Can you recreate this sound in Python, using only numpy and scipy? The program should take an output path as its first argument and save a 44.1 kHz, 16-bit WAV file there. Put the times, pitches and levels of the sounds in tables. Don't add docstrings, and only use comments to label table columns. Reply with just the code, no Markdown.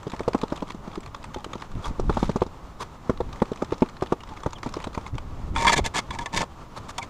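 import sys
import numpy as np
from scipy import signal
from scipy.fft import rfft, irfft, next_fast_len
from scipy.io import wavfile
from scipy.ndimage import uniform_filter1d

SR = 44100
rng = np.random.default_rng(int(sys.argv[2]) if len(sys.argv) > 2 else 0)


def transcribe(u):
    v = np.clip(np.atleast_2d(u).T, -1, 1)
    q = np.round(v * 32767).astype(np.int16)
    wavfile.write(sys.argv[1], SR, q)


N = 312712
T = np.arange(N) / SR
HIT = np.arange(SR // 5) / SR

# f/Hz, t60/s, level/dB
JACK_MODES = [(564, 0.011, -1.5), (895, 0.016, 0), (1210, 0.0094, -4)]
# f/Hz, t60/s, level/dB
STAND_LOW_MODES = [(756, 0.036, -15.5), (797, 0.18, -13), (927.7, 0.12, -0.5), (1050, 0.075, -9.5),
                   (1108, 0.21, -9), (1138, 0.014, -5)]
STAND_HIGH_MODES = [(1722, 0.053, 5), (1728, 0.1, 4.5), (2102, 0.082, -0.5), (2070, 0.041, -8),
                    (2310, 0.029, -2), (2480, 0.039, -6.5), (3310, 0.03, -5), (3434, 0.09, 2),
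                    (3560, 0.016, -5), (4060, 0.041, -9), (4670, 0.02, -8), (4880, 0.038, -10),
                    (5880, .03, -14), (6160, 0.042, -15), (6550, .02, -19), (6600, .025, -26),
                    (7100, .02, -21), (8890, 0.034, -18.5)]
# f/Hz, level/dB
TICK_EQ = [(400, -2.5), (1200, 11), (1600, 2), (2400, -0.5), (2900, -4.5), (3500, 0), (4800, -4.5),
           (6800, -6), (9000, -14.5), (12000, -22.5), (15000, -38)]
# f/Hz, level/dB
GRIT_EQ = [(500, -1.5), (1100, 2), (1450, -11.5), (2200, 2), (2900, -7.5), (3500, -5), (5000, -9),
           (7000, -8), (9000, -17.5), (12000, -30), (15000, -39)]


def jack_knocks():
    # t/s, level/dB, thud centre/Hz, hollow ring/dB
    slips = [(0.065, -19, 293, -17.5), (0.132, -21.5, 230, -8), (0.202, -19.5, 290, -9),
             (0.276, -12, 392, -7), (0.343, -10, 300, -7.5), (0.43, -14, 350, -10), (0.519, -17.5, 188, -6),
             (0.619, -21, 270, -4.5), (0.742, -27, 190, -15), (0.872, -25.5, 229, -11),
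             (0.973, -21.5, 290, -25), (1.359, -23, 262, -26), (1.461, -27.5, 280, -33),
             (1.55, -25.5, 340, -9), (1.993, -17, 358, -7.5), (2.093, -9.5, 204, -10),
             (2.166, -18, 124, -0.5), (2.225, -10, 212, -10.5), (2.29, -15, 174, -9),
             (2.356, -13, 486, -10), (2.415, -11, 404, -6.5), (2.46, -28, 148, -8),
             (3.093, -9.5, 384, -12.5), (3.201, -16.5, 460, -8), (3.416, -8.5, 292, -9),
             (3.514, -17, 370, -19), (3.618, -16, 248, -5.5), (3.718, -13, 433, -12),
             (3.818, -4.5, 346, -12), (4.019, -14, 358, -8), (4.119, -10.5, 300, -9),
             (4.458, -13, 199, -10.5), (4.658, -19.5, 213, -10.5), (4.762, -21.5, 357, -7.5),
             (4.867, -21.5, 234, -9), (4.973, -19.5, 153, -5.5), (5.787, -16, 423, -3.5),
             (6.426, -27, 610, 2)]
    # f/Hz, level/dB
    thud_eq = [(40, 3.5), (110, -2), (200, -2), (370, -2), (520, -6), (750, -17.5), (1400, -19.5),
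               (4000, -58)]
    out = np.zeros(N)
    landing = np.exp(-((HIT - .003) / 0.0003) ** 2)
    boom = np.sin(2 * np.pi * 55 * HIT) * contact(rise_s=0.0024, decay_s=0.013)
    for s, db, thud_hz, hollow_db in slips:
        chatter = rng.standard_normal((2, len(HIT)))
        rebound = np.roll(contact(0.00097, 0.0013), int(SR * rng.uniform(0.0073, 0.0113)))
        force = contact(0.0032, 0.0054) + undb(-21) * rebound
        body = colour(chatter[0] * force + undb(-11.5) * landing, thud_eq)
        thud = resonate(body, thud_hz, 247) + undb(-7) * resonate(body, 214, 155)
        hollow = resonate(ring(chatter[1] * force, JACK_MODES), 540, 1300)
        splinters = grains(len(HIT), spread_db=2) * contact(0.0058, 0.0056)
        crack = colour(pinged(splinters), TICK_EQ)
        crack_db = -25.5 + 0.47 * hollow_db - 0.28 * db
        knock = blow(thud, -5) + blow(hollow, hollow_db - 1.5) + blow(crack, crack_db) + blow(boom, -22.5)
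        add(out, s, undb(db) * knock)
    return out


def linkage_ticks():
    # t/s, level/dB
    ticks = [(0.117, -34), (0.192, -30.5), (0.3313, -29.5), (0.413, -31), (0.5, -39), (0.572, -39.5),
             (0.7026, -30), (0.954, -33), (1.059, -36), (1.1445, -30.5), (1.2394, -33), (1.3422, -29),
             (1.4424, -28), (1.531, -28.5), (1.6186, -30), (3.2892, -45.5), (3.3273, -38), (3.894, -41),
             (4.0324, -41), (4.059, -37), (4.233, -37), (4.3715, -37.5), (4.4322, -32), (4.5297, -31.5),
             (4.6291, -28), (4.7378, -29.5), (4.8002, -34.5), (4.84, -27), (4.9465, -31.5), (5.0625, -32),
             (5.1796, -29)]
    # start/s, end/s, ticks per second, top level/dB
    spells = [(0, 0.805, 31.4, -38.5), (0.903, 1.754, 24.6, -42), (2.101, 2.439, 100, -40.5),
              (3.146, 4.104, 22, -37), (4.101, 5.153, 41, -40.5)]
    out = np.zeros(N)
    # t/s, level/dB, hollow ring/dB, treble/dB
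    clear = [(s, db, 2.5, -8) for s, db in ticks]
    faint = [rng.uniform([start, db - 4, -8, -9], [end, db, 3, -2], size=(int((end - start) * rate), 4))
             for start, end, rate, db in spells]
    for s, db, hollow_db, treble_db in np.vstack([clear, *faint]):
        force = rng.standard_normal(len(HIT)) * contact(rise_s=0.0024, decay_s=0.0037)
        snap = colour(pinged(force), sharpened(TICK_EQ, treble_db + 3))
        hollow = ring(force, JACK_MODES)
        add(out, s, undb(db - 5) * (blow(snap) + blow(hollow, hollow_db - 3.5)))
    return out


def stand_clinks():
    # t/s, level/dB, low ring/dB, treble/dB
    strikes = [(5.56, -16, -0.5, -19), (5.6464, -18, 8, -19), (5.676, -2, -30, -32), (5.6926, -17, 6, -11),
               (5.729, -10.5, -9, -7), (5.7762, -16.5, -25, -5.5), (5.8594, -20, -11, -1.5),
               (6.105, -23, 0, -14), (6.1862, -23.5, 0, -8), (6.2578, -21.5, -4, -10),
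               (6.3734, -15, -4, -9), (6.98, -23.5, 1.5, -2.5)]
    decay_s = 0.005
    out = np.zeros(N)
    for s, db, low_db, treble_db in strikes:
        force = grains(len(HIT), spread_db=0.5) * contact(0.0018, decay_s)
        crack = colour(force, sharpened(GRIT_EQ, treble_db + 7.5))
        high = ring(force, struck(STAND_HIGH_MODES)) * np.exp(-(HIT / (3 * decay_s)) ** 2)
        low = ring(force, STAND_LOW_MODES) * np.exp(-(HIT / (6 * decay_s)) ** 2)
        clink = blow(crack, .5 * treble_db - 5) + blow(high, -12) + blow(low, low_db - 5.5)
        add(out, s, undb(db) * clink)
    return out


def stand_drags():
    # start/s, hardest push/s, end/s, level/dB, low ring/dB, judder/dB
    strokes = [(5.542, 5.642, 5.685, -25, 1.5, -2.5), (5.667, 5.674, 5.728, -15, 0.5, -6),
               (5.712, 5.727, 5.751, -16.5, -2, -7), (5.756, 5.772, 5.804, -20, -6.5, -3.5),
               (5.841, 5.857, 5.886, -24, -5, -3.5), (5.936, 5.979, 6.008, -20, -1.5, -15),
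               (6.112, 6.143, 6.168, -36.5, 7, -3), (6.196, 6.227, 6.242, -39.5, 8.5, -10),
               (6.323, 6.373, 6.447, -22.5, -1, -2), (7.014, 7.024, 7.06, -37, 0.5, -18)]
    # f/Hz, level/dB
    judder_eq = [(60, -21), (150, 13), (350, 0), (600, 5), (800, 3.5), (1400, -37)]
    out = np.zeros(N)
    for start, hardest, end, db, low_db, judder_db in strokes:
        t = np.arange(start, end, 1 / SR)
        push = np.interp(t, [start, hardest, end], [0, 1, 0])
        catches = grains(len(t), spread_db=1.5) * undb(4.2 * wander(300)[:len(t)])
        grind = undb(-4) * unit(colour(catches, GRIT_EQ))
        high = undb(-9.5) * unit(ring(catches, struck(STAND_HIGH_MODES)))
        low = undb(low_db - 3.5) * unit(ring(catches, struck(STAND_LOW_MODES)))
        judder = undb(judder_db - 6.5) * unit(colour(catches, judder_eq))
        stroke = push ** 0.87 * (grind + high) + push ** 0.61 * (low + judder)
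        add(out, start, undb(db) * stroke)
    return out


def load_squeaks():
    # middle/s, level/dB, half length/s, start pitch/Hz, end pitch/Hz
    squeaks = [(1.382, -39, .012, 860, 835), (1.846, -37, 0.0033, 3360, 3310),
               (4.212, -48, 0.0035, 2940, 2750), (4.326, -39, 0.012, 912, 830),
               (4.564, -46, 0.007, 3360, 2980), (7.024, -36.5, 0.0057, 2260, 2150)]
    out = np.zeros(N)
    for s, db, half_s, start_hz, end_hz in squeaks:
        glide_hz = np.interp(T, [s - half_s, s + half_s], [start_hz, end_hz])
        raspy_hz = glide_hz * (1 + 0.034 * wander(900))
        tone = np.sin(2 * np.pi * np.cumsum(raspy_hz) / SR)
        out += undb(db) * swell(s, half_s) * unit(tone)
    return out


def floor_scuffs():
    # middle/s, level/dB, half length/s, hollow ring/dB
    rubs = [(1.863, -39, 0.022, 2.5), (2.205, -49.5, 0.11, -19), (2.23, -45, 0.026, -19),
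            (2.817, -33, 0.011, 0.5), (6.776, -38, 0.009, 1), (6.9, -35, 0.0085, -32)]
    grit = grains(N, spread_db=4) * undb(2 * wander(270))
    hiss = unit(colour(grit, TICK_EQ))
    hollow = unit(ring(grit, JACK_MODES))
    return sum(undb(db) * swell(s, half_s) * (hiss + undb(hollow_db) * hollow)
               for s, db, half_s, hollow_db in rubs)


def underside(x):
    t60_s, rise_s = 0.19, 0.0031
    envelope = undb(-60 * HIT / t60_s) * np.minimum(HIT / rise_s, 1)
    tail_eq = [(100, 0.83), (1200, -1.4), (3000, 0.83), (10000, -1.5)]
    tail = colour(rng.standard_normal(len(HIT)) * envelope, tail_eq)
    return x + undb(-25.5) * signal.fftconvolve(x, tail / np.linalg.norm(tail))[:N]


def rumble():
    # middle/s, level/dB, half length/s
    buffets = [(0.3, -53, 0.064), (1.759, -29.5, 0.035), (1.897, -23.5, 0.017), (2.06, -22, 0.05),
               (2.214, -29, 0.1), (3.245, -33.5, 0.075), (3.83, -28, 0.0088), (4.75, -43, 0.22),
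               (5.146, -23, 0.015), (5.299, -35, 0.13), (5.55, -28, 0.1), (5.816, -26.5, 0.044),
               (6.107, -30.5, 0.011), (6.2, -34.5, 0.023), (6.384, -30, 0.022)]
    # f/Hz, level/dB
    rumble_eq = [(10, -3.5), (24, 2), (36, -5.5), (49, -1.5), (68, -4), (120, -9), (190, -21), (300, -26),
                 (600, -54), (1500, -98)]
    rest = undb(-45.5 + 1.7 * wander(8))
    buffet_power = sum((undb(db) * swell(s, half_s)) ** 2 for s, db, half_s in buffets)
    level_db = 10 * np.log10(rest ** 2 + buffet_power)
    lows = unit(colour(rng.standard_normal(N), rumble_eq))
    lows /= np.sqrt(uniform_filter1d(lows ** 2, size=4000))
    upper_bass = resonate(resonate(rng.standard_normal(N), 157, 140), 157, 184)
    flutter = unit(upper_bass) * undb(5.05 * wander(40))
    flutter_db = -12 + 0.15 * (level_db - level_db.max())
    return undb(level_db) * (lows + undb(flutter_db) * flutter)


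def background():
    # f/Hz, level/dB
    air_eq = [(40, -1), (100, -0.5), (250, -3), (450, -8), (700, -8), (950, -6), (1220, -7), (1550, -17.5),
              (2600, -23.5), (3500, -24.5), (4800, -29), (7000, -30.5), (9500, -41.5), (14000, -54)]
    air = unit(colour(rng.standard_normal(N), air_eq))
    air *= undb(-44 + 0.23 * wander(3.22) + 1.6 * wander(30))
    highpass = signal.butter(3, 1600, "high", fs=SR, output="sos")
    hiss = signal.sosfilt(highpass, rng.standard_normal((2, N)))
    whistle = unit(resonate(resonate(rng.standard_normal((2, N)), 14950, 260), 14950, 260))
    return air + undb(-69.5) * hiss + undb(-81) * whistle


def contact(rise_s, decay_s):
    return np.minimum(HIT / rise_s, 1) ** 2 * np.exp(-np.maximum(HIT - rise_s, 0) / decay_s)


def grains(count, spread_db):
    return rng.standard_normal(count) * undb(spread_db * np.minimum(rng.exponential(size=count), 5))


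def pinged(force):
    pitches = np.exp(rng.uniform(np.log(1700), np.log(9000), size=4))
    return force + undb(3) * sum(resonate(force, hz, width_hz=400) for hz in pitches)


def struck(modes, detune=0.015, spread_db=2.5):
    return [(hz * (1 + detune * rng.standard_normal()), t60, db + spread_db * rng.standard_normal())
            for hz, t60, db in modes]


def sharpened(eq, db):
    return [(hz, level + db * np.clip(np.log2(hz / 3000), 0, 1)) for hz, level in eq]


def ring(x, modes):
    response = sum((-1) ** k * undb(db - 60 * HIT / t60) / np.sqrt(t60) * np.sin(2 * np.pi * hz * HIT)
                   for k, (hz, t60, db) in enumerate(modes))
    return signal.fftconvolve(x, response)[:len(x)]


def resonate(x, hz, width_hz):
    return signal.lfilter(*signal.iirpeak(hz, hz / width_hz, fs=SR), x)


def colour(x, eq):
    hz, db = np.transpose(eq)
    size = 2 * next_fast_len(len(x))
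    bin_hz = np.arange(size // 2 + 1) * SR / size
    log_gain = np.log(undb(np.interp(np.log(bin_hz + 1), np.log(hz), db)))
    cepstrum = irfft(log_gain)
    cepstrum[1:size // 2] *= 2
    cepstrum[size // 2 + 1:] = 0
    return irfft(rfft(x, size) * np.exp(rfft(cepstrum)))[:len(x)]


def wander(rate):
    step = int(SR / rate)
    held = np.repeat(rng.standard_normal(N // step + 1), step)
    return unit(uniform_filter1d(held, step)[:N])


def swell(s, half_s):
    return np.exp(-((T - s) / half_s) ** 2 / 2)


def blow(x, db=0):
    return undb(db) * x / np.sqrt(uniform_filter1d(x ** 2, size=265).max())


def unit(x):
    return x / np.sqrt(np.mean(x ** 2))


def undb(db):
    return 10 ** (np.asarray(db) / 20)


def add(track, s, sound):
    start = int(s * SR)
    track[start:start + len(sound)] += sound[:N - start]


def scene():
    jack = jack_knocks() + linkage_ticks() + load_squeaks()
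    near = underside(jack + stand_clinks() + stand_drags() + floor_scuffs())
    scatter_eq = [(200, -86), (600, -78), (1200, -51), (2000, -16.5), (5000, -17), (12000, -9.5)]
    scattered = colour(near * wander(900), scatter_eq)
    return near + np.array([scattered, -scattered]) + rumble() + background()


def record(dry):
    top_hz = 15200
    return signal.sosfilt(signal.ellip(8, .2, 80, top_hz, fs=SR, output="sos"), np.tanh(dry))


dry = scene()
out = record(dry)
transcribe(out)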